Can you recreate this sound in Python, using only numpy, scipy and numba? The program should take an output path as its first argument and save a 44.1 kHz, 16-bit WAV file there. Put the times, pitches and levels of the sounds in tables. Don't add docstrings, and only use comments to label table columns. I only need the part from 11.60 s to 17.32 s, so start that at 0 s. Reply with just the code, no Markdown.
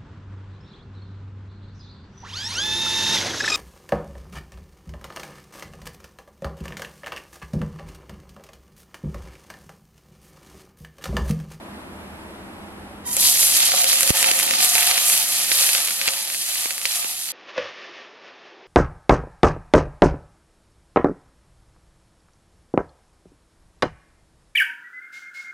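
import sys
import numpy as np
from scipy import signal
from scipy.fft import rfft, irfft, next_fast_len
from scipy.io import wavfile
from scipy.ndimage import uniform_filter1d
from numba import njit

SR = 44100
rng = np.random.default_rng(int(sys.argv[2]) if len(sys.argv) > 2 else 0)


def file_out(sig):
    cols = np.atleast_2d(sig).T
    lim = np.clip(cols, -1, 1)
    pcm = np.round(lim * 32767).astype(np.int16)
    wavfile.write(sys.argv[1], SR, pcm)


N = 252252

# f/Hz, density/dB
KITCHEN_SPECTRUM = [(20, -18), (50, -18), (74, 0.5), (123, -15), (190, -5), (340, -3.5), (430, -9),
                    (800, -7.5), (2000, -17.5), (4500, -26), (6800, -32.5), (7800, -26.5), (11500, -29.5),
                    (15500, -49)]
# f/Hz, width/Hz, level/dB
HUM_MODES = [(75, 47, -12.5), (200, 12, -7), (329.3, 2.1, -13.5)]
# t/s, level/dB, deep rumble re air/dB
KITCHEN_LEVELS = [(0, -43, -7.5), (1.4, -44, -3.5), (1.8, -48, -5), (2.3, -51, -13), (2.7, -44, -21),
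                  (3.4, -52, -11), (4.0, -54.5, -12), (4.6, -57.5, -15), (5.72, -61, -7)]
# right port lead/ms, left minus right/dB
ROOM_SPOTS = [(-0.17, 0.054), (0.1, -0.17), (0.091, 0.093), (-0.077, -0.17)]
# right port lead/ms, left minus right/dB
PAN_SPOTS = [(0.064, -1.6), (0.074, -1.5), (0.078, 0.5), (-0.00045, -1), (-0.11, -3.5)]
# fine fizz/dB, large bubbles/dB, pan ring/dB
BOIL_LEVELS = [(1.44, -61, -1, 7, 0), (1.465, -50, 21.5, -3, -11), (1.507, -50, 22, -4, -14),
               (1.532, -44, 22, -6, -18), (1.55, -41, 16, 0, -20), (1.585, -30, 9, -8, -18),
               (1.6, -24, 9.5, -19, -20), (1.62, -23.5, 8.5, -38, -20), (1.652, -18, 5, -40, -28),
               (1.7, -19.5, 8.5, -13, -19), (1.76, -22.5, 4.5, -12, -21), (1.82, -22, 9, -9.5, -24.5),
               (2.1, -25.5, 4.5, -6, -20), (2.16, -23, 3, -10, -17), (2.19, -24.5, 4.5, -11, -16),
               (2.258, -29, 6, -5, -13), (2.295, -23.5, 4.5, -7, -18), (2.35, -26.5, 7, -6, -17),
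               (2.4, -27, 8.5, -4, -16), (2.45, -28.5, 8, -5, -10.5), (2.66, -22.5, 6, -1.5, -10.5),
               (2.78, -27, 10.5, 0, -9), (2.98, -26, 2, -7.5, -15), (3.03, -20.5, 5.5, -9, -14.5),
               (3.2, -23.5, 9, -0.5, -9.5), (3.34, -26, 4, -2.5, -11.5), (3.47, -26, 9, -5, -14),
               (3.9, -28.5, 6.5, -5.5, -19), (4.01, -21, 6.5, -7, -18), (4.07, -25, 7.5, -6.5, -21),
               (4.2, -28, 4.5, -5, -14), (4.385, -31, 8, -5, -18.5), (4.415, -27, 4, -7.5, -22),
               (4.46, -28.5, 4.5, -2, -15), (4.52, -31.5, 5.5, -4.5, -13), (4.78, -35, 6.5, -6.5, -22),
               (4.9, -29, 4.5, -7.5, -22.5), (5.25, -36.5, 7.5, -4, -10), (5.257, -24.5, 3, -7, -29),
               (5.27, -31, 2.5, -4, -38), (5.36, -31.5, 6.5, -4.5, -12.5), (5.65, -36, 7.5, -7.5, -21.5),
               (5.72, -32.5, 6, -7, -16)]
# f/Hz, gain/dB
SIZZLE_SPECTRUM = [(250, -38), (480, -31), (600, -11), (1200, -14.5), (2500, -4), (4500, 3.5), (6500, 1),
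                   (9000, 2), (11500, 3.5), (12900, -4.5), (14000, -12.5), (16000, -18.5)]
# f/Hz, width/Hz, level/dB
PAN_MODES = [(537, 7.2, 5.5), (547, 6.1, 6.5), (695, 11.2, 7), (732.6, 6, 8), (871, 14, 2),
             (1185, 93, -3.5), (1828, 16, 10), (1990, 9.9, 6), (1940, 12, -5), (2110, 30, -4),
             (2570, 180, 1), (3156, 27, 12), (3390, 19, -21), (3980, 41, 7)]
# t/s, gain/dB
RICE_LOAD = [(1.44, 0), (2.3, 4.5), (2.95, 1), (3.1, -8.5), (3.8, -1), (4.6, 0), (5.72, -8)]
# t/s, level/dB
RING_BUMPS = [(2.137, -29), (2.161, -46), (3.158, -32), (3.29, -39), (4.477, -34)]
# t/s, level/dB
CLUMP_LANDINGS = [(1.453, -45.5), (1.485, -43.5), (1.503, -48), (1.52, -49), (1.591, -44), (1.632, -43.5)]
# f/Hz, level/dB, t60/s
BARE_PAN_MODES = [(977, 6, 0.47), (1920, 10, 0.1), (3110, 3, 0.23), (3730, 2, 0.27), (4730, 2, 0.12),
                  (5780, 0, 0.12), (6510, 1, 0.12)]
# t/s, level/dB, pitch f/Hz, bright spray re pop/dB
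LARGE_POPS = [(1.4898, -24.5, 6700, -4), (1.4748, -28, 6970, 0), (1.5115, -27, 7000, 0),
              (1.5295, -24, 6510, 5), (1.535, -30, 6450, -2), (1.544, -34, 3000, 0),
              (1.5575, -30, 3500, -1), (1.5665, -12, 5780, 7.5), (1.5765, -26, 3500, 5),
              (1.598, -30, 5720, 4), (1.6715, -18, 6230, 16.5), (1.7172, -18, 6760, 10),
              (1.75, -26, 3730, -4), (1.8294, -13, 6660, -4), (2.0034, -9, 4550, -1),
              (2.1178, -10, 3960, -1), (2.175, -14, 4190, -6), (2.2018, -15, 4780, -6),
              (2.2183, -16, 3900, -3), (2.2422, -11.5, 3620, 8), (2.2692, -29, 4890, -5),
              (2.2998, -20, 2620, 10), (2.3296, -13, 2730, 5), (2.3557, -17, 3290, 7),
              (2.372, -24, 4500, -8), (2.385, -17, 3500, 0), (2.4071, -13.5, 2220, 11.5),
              (2.4214, -16.5, 2600, 5), (2.4307, -4, 6640, 2), (2.4753, -9, 5720, 7),
              (2.5032, -7.5, 4430, -3), (2.5622, -21, 6800, -5), (2.5686, -11, 2830, -3),
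              (2.599, -20, 5000, -4), (2.6271, -3, 3340, 2), (2.6425, -5, 2430, -3),
              (2.6804, -14, 2680, -14), (2.6873, -9, 2700, -22), (2.711, -10.5, 2960, -4),
              (2.714, 0, 4500, -1.5), (2.735, -8, 6300, -6), (2.789, -12, 2300, 9), (2.7975, -8.5, 2480, 2),
              (2.8079, -11, 3160, -8), (2.8764, -17, 2790, -15), (2.9086, -6, 3470, -1),
              (2.936, -10.5, 3460, -10), (2.9532, -19, 4500, 2), (3.0042, -16, 2620, -3),
              (3.027, -12, 6000, -12), (3.0464, -5.5, 6870, 3), (3.153, -4.5, 3980, -27),
              (3.1803, -8, 2380, -28), (3.2226, -11, 3190, -22), (3.229, -8, 3700, -8),
              (3.273, -8.5, 3860, 0), (3.295, -18, 2500, 3), (3.3115, -4, 4200, -10),
              (3.3474, -24, 3900, -18), (3.3782, -9.5, 2590, -15), (3.4979, -7.5, 6570, -1),
              (3.5365, -11.5, 6000, -6), (3.9161, -6.5, 3170, -18), (3.9868, -18, 3670, -2),
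              (4.0904, -8.5, 3180, -20), (4.1492, -6, 3900, -19), (4.1794, -18.5, 2630, -17),
              (4.2019, -19, 3300, -14), (4.2741, -16.5, 3650, 3), (4.2844, -15, 3000, -18),
              (4.3064, -11.5, 6800, -6), (4.4136, -11, 3120, -14), (4.4748, -17, 4000, 6),
              (4.478, -5.5, 4200, -31), (4.4854, -8, 4380, -20), (4.5347, -20, 2850, -1),
              (4.5708, -26, 2750, -8), (4.7001, -16.5, 4010, -12), (4.732, -24, 4100, -12),
              (4.7456, -15, 5380, -21), (4.9554, -20, 2770, -7), (5.0566, -18, 3140, -8),
              (5.1063, -15, 3420, -21), (5.1795, -17.5, 4870, 2), (5.2147, -21, 4000, -12),
              (5.2535, -8, 2800, -12), (5.2764, -26, 6800, -5), (5.3381, -30, 3800, -17),
              (5.4267, -23, 3460, 2), (5.444, -18, 3500, -10), (5.6233, -29, 4290, -11),
              (5.6878, -21, 4570, -14)]
# delay/ms, level/dB
WALL_ECHOES = [(0.45, -8), (0.85, -14)]
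# t/s, level/dB, push time scale/ms, right port lag/ms
AIR_PUFFS = [(2.5052, -3.5, 0.95, 0.33), (2.7158, -15, 0.26, 0.16), (3.311, -51, 2, .05),
             (4.478, -23, 0.17, .05), (5.058, -17, 0.17, 0.14), (5.447, -21.5, 0.19, 0.26)]
# f/Hz, gain/dB
SIDE_SPECTRUM = [(40, 13), (300, 8.5), (1000, 5.5), (2500, 4), (5000, 0), (7200, -1), (7800, -15),
                 (11000, -11.5), (16000, -1)]
# start t/s, length/s
WIDE_SPELLS = [(1.437, 0.095), (1.568, 0.032), (1.978, 0.073), (2.075, 0.072), (2.171, 0.11),
               (2.311, 0.073), (2.443, 0.015), (2.491, 0.0067), (2.638, 0.131), (2.868, 0.14),
               (5.048, 0.02), (5.411, 0.062)]
# f/Hz, gain/dB
TREBLE_EDGE = [(6900, -41), (7700, 6)]

FLUTTER_DB, FLUTTER_PER_S = 1.6, 12
BUMP_FADE_S = 0.013
TEAR_S = 0.001134
POP_PAN_DB, POP_PAN_SPREAD_DB, POP_LEAD_MS = -3, 2.5, 0.07
SNAP_DB, SNAP_S = 7.5, .00004
OVERTONE, OVERTONE_DB = 1.55, -29
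POP_RING_DB = -14
CRACKLE_PER_S, CRACKLE_HZ = 80, (2340, 6740)
CRACKLE_DB, CRACKLE_SCATTER_DB = 0, 1.8
CRACKLE_FROM_S = 1.61
SPELL_CENTRE_DB, SPELL_SIDE_DB = -2, 10.5
SPELL_EDGE_S = 0.0024
DUCK_HZ, DUCK_TOP, DUCK_LATE_S = 150, 0.045, 0.0064
DUCK_ATTACK_S, DUCK_RELEASE_S = 0.0064, 0.029
TOP_HZ = 15900


def undb(db):
    return 10 ** (np.asarray(db) / 20)


def level(x, db):
    return x * undb(db) / np.sqrt(np.mean(x ** 2))


def curve(table):
    s, *columns = np.transpose(table)
    return [np.interp(np.arange(N) / SR, s, c) for c in columns]


def sos(order, hz, kind="low"):
    return signal.butter(order, hz, kind, fs=SR, output="sos")


def colour(x, table):
    hz, db = np.transpose(table)
    size = next_fast_len(N + 4096)
    f = np.arange(size // 2 + 1) * SR / size
    gain = undb(np.interp(np.log(f + 1), np.log(hz), db))
    return irfft(rfft(x, size) * gain, size)[..., :N]


def ports(x, lead_ms, pan_db):
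    size = next_fast_len(N)
    f = np.arange(size // 2 + 1) * SR / size
    turn = np.exp(1j * np.pi * f * lead_ms / 1000)
    both = rfft(x, size) * np.array([undb(pan_db / 2) / turn, turn / undb(pan_db / 2)])
    return irfft(both, size)[:, :N]


def ring(x, hz, width_hz):
    return signal.lfilter(*signal.iirpeak(hz, hz / width_hz, SR), x)


def walk(rate):
    k = int(SR / rate)
    held = np.repeat(rng.standard_normal(N // k + 1), k)
    return level(uniform_filter1d(uniform_filter1d(held, k), k)[:N], 0)


def kitchen():
    out = 0
    for lead_ms, pan_db in ROOM_SPOTS:
        air = level(colour(rng.standard_normal(N), KITCHEN_SPECTRUM), 0) * undb(0.86 * walk(8.2))
        hum = sum(level(ring(rng.standard_normal(N), hz, w), db) for hz, w, db in HUM_MODES)
        out = out + ports(air + hum, lead_ms, pan_db)
    air_db, deep_db = curve(KITCHEN_LEVELS)
    deep = signal.sosfiltfilt(sos(2, 135), out)
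    return undb(air_db) * (level(out - deep, 3.4) + undb(deep_db) * level(deep, 0.2))


def flares(rate, size_db, fade_s):
    u = rng.random((int(rate * N / SR), 2)).T
    size = undb(size_db - 1.7 * np.log(1 - .98 * u[1]))
    kicks = np.bincount((u[0] * N).astype(int), size, N)
    return 1 + signal.lfilter([1], [1, -np.exp(-1 / (fade_s * SR))], kicks)


@njit
def bursts(n, at, hz, cycles, size):
    out = np.zeros(n + 2000)
    for k in range(len(at)):
        step = 2 * np.pi * hz[k] / SR
        p, z = np.exp(1j * step - step / (2 * np.pi * cycles[k])), size[k] + 0j
        for i in range(at[k], at[k] + min(1999, int(4.6 * cycles[k] * SR / hz[k]))):
            z *= p
            out[i] += z.imag
    return out[:n]


def swarm(lo_hz, hi_hz, rate, scatter_db, cycles, steam_db, flare_db):
    out, band = 0, sos(2, [lo_hz, hi_hz], "band")
    for lead_ms, pan_db in PAN_SPOTS:
        u = rng.random((int(rate * N / SR), 3)).T
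        hz = lo_hz + (hi_hz - lo_hz) * u[1]
        size = np.sqrt(hz) * undb(-scatter_db * np.log(1 - .997 * u[2]))
        bubbles = bursts(N, (u[0] * N).astype(np.int64), hz, np.full(len(hz), cycles), size)
        steam = signal.sosfilt(band, rng.standard_normal(N))
        boil = (level(bubbles, 0) + level(steam, steam_db)) * flares(9.4, flare_db, 0.0023)
        out = out + ports(boil * undb(1.26 * walk(24.827)), lead_ms, pan_db)
    return out


def bumps():
    t = np.arange(N) / SR
    return sum((t > s) * undb(db) * np.exp(-np.abs(t - s) / BUMP_FADE_S) for s, db in RING_BUMPS)


def sizzle():
    boil_db, fizz_db, large_db, ring_db = curve(BOIL_LEVELS)
    started = np.arange(N) / SR - BOIL_LEVELS[0][0] > 0
    surge = started * undb(0.98 * walk(19) + 0.12 * walk(60) + 0.048 * walk(360))
    surge = surge * flares(22, -11.0, 0.0097)
    fine = swarm(6320, 15900, 2500, scatter_db=2.9, cycles=2.0, steam_db=-3.5, flare_db=-3)
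    middle = swarm(2850, 6900, 800, scatter_db=3.4, cycles=1.9, steam_db=-2.5, flare_db=-23)
    large = swarm(320, 3100, 700, scatter_db=2.0, cycles=2.3, steam_db=-0.22, flare_db=-35.0)
    fine = signal.sosfilt(sos(3, 5200, "high"), fine)

    blows = middle + large
    load_db, = curve(RICE_LOAD)
    bowl = rim = 0
    for hz, width_hz, db in PAN_MODES:
        mode = ring(blows, hz, width_hz)
        if hz < 1500:
            mode_db = db + FLUTTER_DB * walk(FLUTTER_PER_S) + (hz < 600) * load_db
            bowl = bowl + undb(mode_db) * mode
        else:
            rim = rim + undb(db) * mode
    bowl = signal.sosfilt(sos(2, 450, "high"), bowl)

    fine, middle, large = (level(colour(v, SIZZLE_SPECTRUM), 0.47) for v in (fine, middle, large))
    large = large + level(rim, -11.0)
    pan_ring = (started * undb(boil_db + ring_db) + bumps()) * level(bowl, 0.26)
    bubbles = undb(fizz_db) * fine + middle + undb(large_db) * large
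    return undb(boil_db) * surge * bubbles + pan_ring


def landings():
    out, t = np.zeros(N), np.arange(N) / SR
    for s, db in CLUMP_LANDINGS:
        age = np.clip(t - s, 0, None)
        onset = 1 - np.exp(-age / 0.0048)
        for hz, mode_db, t60 in BARE_PAN_MODES:
            out += undb(db + mode_db - 60 * age / t60) * np.sin(2 * np.pi * hz * age) * onset
    return ports(out, *PAN_SPOTS[0])


def crackle():
    start = CRACKLE_FROM_S
    u = rng.random((int(CRACKLE_PER_S * (N / SR - start)), 4)).T
    s = start + u[0] * (N / SR - start)
    boil_db = np.interp(s, *np.transpose(BOIL_LEVELS)[:2])
    db = boil_db + CRACKLE_DB - CRACKLE_SCATTER_DB * np.log(1 - .97 * u[1])
    hz = CRACKLE_HZ[0] * (CRACKLE_HZ[1] / CRACKLE_HZ[0]) ** u[2]
    return list(zip(s, db, hz, -14 + 16 * u[3]))


def pops():
    out, t = np.zeros((2, N + 900)), np.arange(900) / SR
    dull, bright = sos(3, [1200, 7500], "band"), sos(3, [7000, 11900], "band")
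    after = np.clip(t - TEAR_S + np.array([[0], [POP_LEAD_MS / 1000]]), 0, None)
    rows = LARGE_POPS + crackle()
    for (s, db, hz, spray_db), u in zip(rows, rng.standard_normal((len(rows), 2, 900))):
        crack = -2.8 * np.sin(2 * np.pi * hz * after) * np.exp(-after * hz / 0.5)
        overtone = np.sin(2 * np.pi * OVERTONE * hz * after) * np.exp(-after * hz / 2.7)
        snap = after / SNAP_S * np.exp(-after / SNAP_S)
        crack = crack - undb(OVERTONE_DB) * overtone - undb(SNAP_DB) * snap
        echoes = sum(undb(echo_db) * np.roll(crack, int(ms * SR / 1000), axis=1)
                     for ms, echo_db in WALL_ECHOES)
        drops = (u[0] + 1.03 * u) * np.clip(t / TEAR_S, 0, 1)
        dull_spray = 0.32 * signal.sosfilt(dull, drops) * np.exp(-after / 0.004)
        bright_spray = undb(spray_db) * signal.sosfilt(bright, drops) * np.exp(-after / 0.001)
        pop = crack + echoes + dull_spray + bright_spray
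        pan_db = POP_PAN_DB + POP_PAN_SPREAD_DB * u[1, 0]
        i = int(s * SR)
        out[:, i:i + len(t)] += pop * undb(db + np.array([[pan_db], [-pan_db]]) / 2)
    return signal.sosfiltfilt(sos(2, 1100, "high"), out[:, :N])


def struck(cracks):
    knock = np.abs(cracks)
    return undb(POP_RING_DB) * sum(undb(db) * ring(knock, hz, w + 20) for hz, w, db in PAN_MODES)


def puffs():
    out, ms = np.zeros((2, N + 4000)), np.arange(4000) * 1000 / SR
    for s, db, length_ms, late_ms in AIR_PUFFS:
        tau = np.clip(ms - np.array([[0], [late_ms]]), 0, None) / length_ms
        push = -4.1 * tau * np.exp(-1.5 * tau) * np.array([[1], [1.15]])
        push = signal.sosfilt(sos(2, 48 / length_ms, "high"), push)
        i = int(s * SR)
        out[:, i:i + len(ms)] += push * undb(db)
    return out[:, :N]


def scene():
    boil, cracks = sizzle(), pops()
    knocked_pan = ports(struck(cracks.mean(axis=0)), *PAN_SPOTS[0])
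    return boil + cracks + knocked_pan + puffs() + landings() + kitchen()


def spread(mid, side):
    t = np.arange(N) / SR
    gate = sum(1. * (t > s) * (t < s + length) for s, length in WIDE_SPELLS)
    on = uniform_filter1d(gate, int(SPELL_EDGE_S * SR))
    return [v + (undb(db * on) - 1) * colour(v, TREBLE_EDGE)
            for v, db in ((mid, SPELL_CENTRE_DB), (side, SPELL_SIDE_DB))]


@njit
def limit(x, top, attack, release):
    gain, e = np.ones(len(x)), 0.
    for i in range(len(x)):
        e += (x[i] - e) * (attack if x[i] > e else release)
        gain[i] = min(1., top / (e + 1e-9))
    return gain


def record(dry):
    mid, side = spread((dry[0] + dry[1]) / 2, colour((dry[0] - dry[1]) / 2, SIDE_SPECTRUM))
    wide = np.array([mid + side, mid - side])
    loud = signal.lfilter([.012], [1, .012 - 1], np.abs(wide).max(axis=0))
    wide = wide * limit(loud, 0.27, 1 / (0.00021 * SR), 1 / (0.15 * SR))
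    deep = np.roll(np.abs(signal.sosfilt(sos(2, DUCK_HZ), mid)), int(DUCK_LATE_S * SR))
    wide = wide * limit(deep, DUCK_TOP, 1 / (DUCK_ATTACK_S * SR), 1 / (DUCK_RELEASE_S * SR))
    wide = wide / (1 + wide ** 4) ** .25
    top_cut = signal.ellip(10, .2, 80, TOP_HZ, fs=SR, output="sos")
    return np.clip(signal.sosfilt(top_cut, wide), -1, 1)


dry = scene()
out = record(dry)
file_out(out)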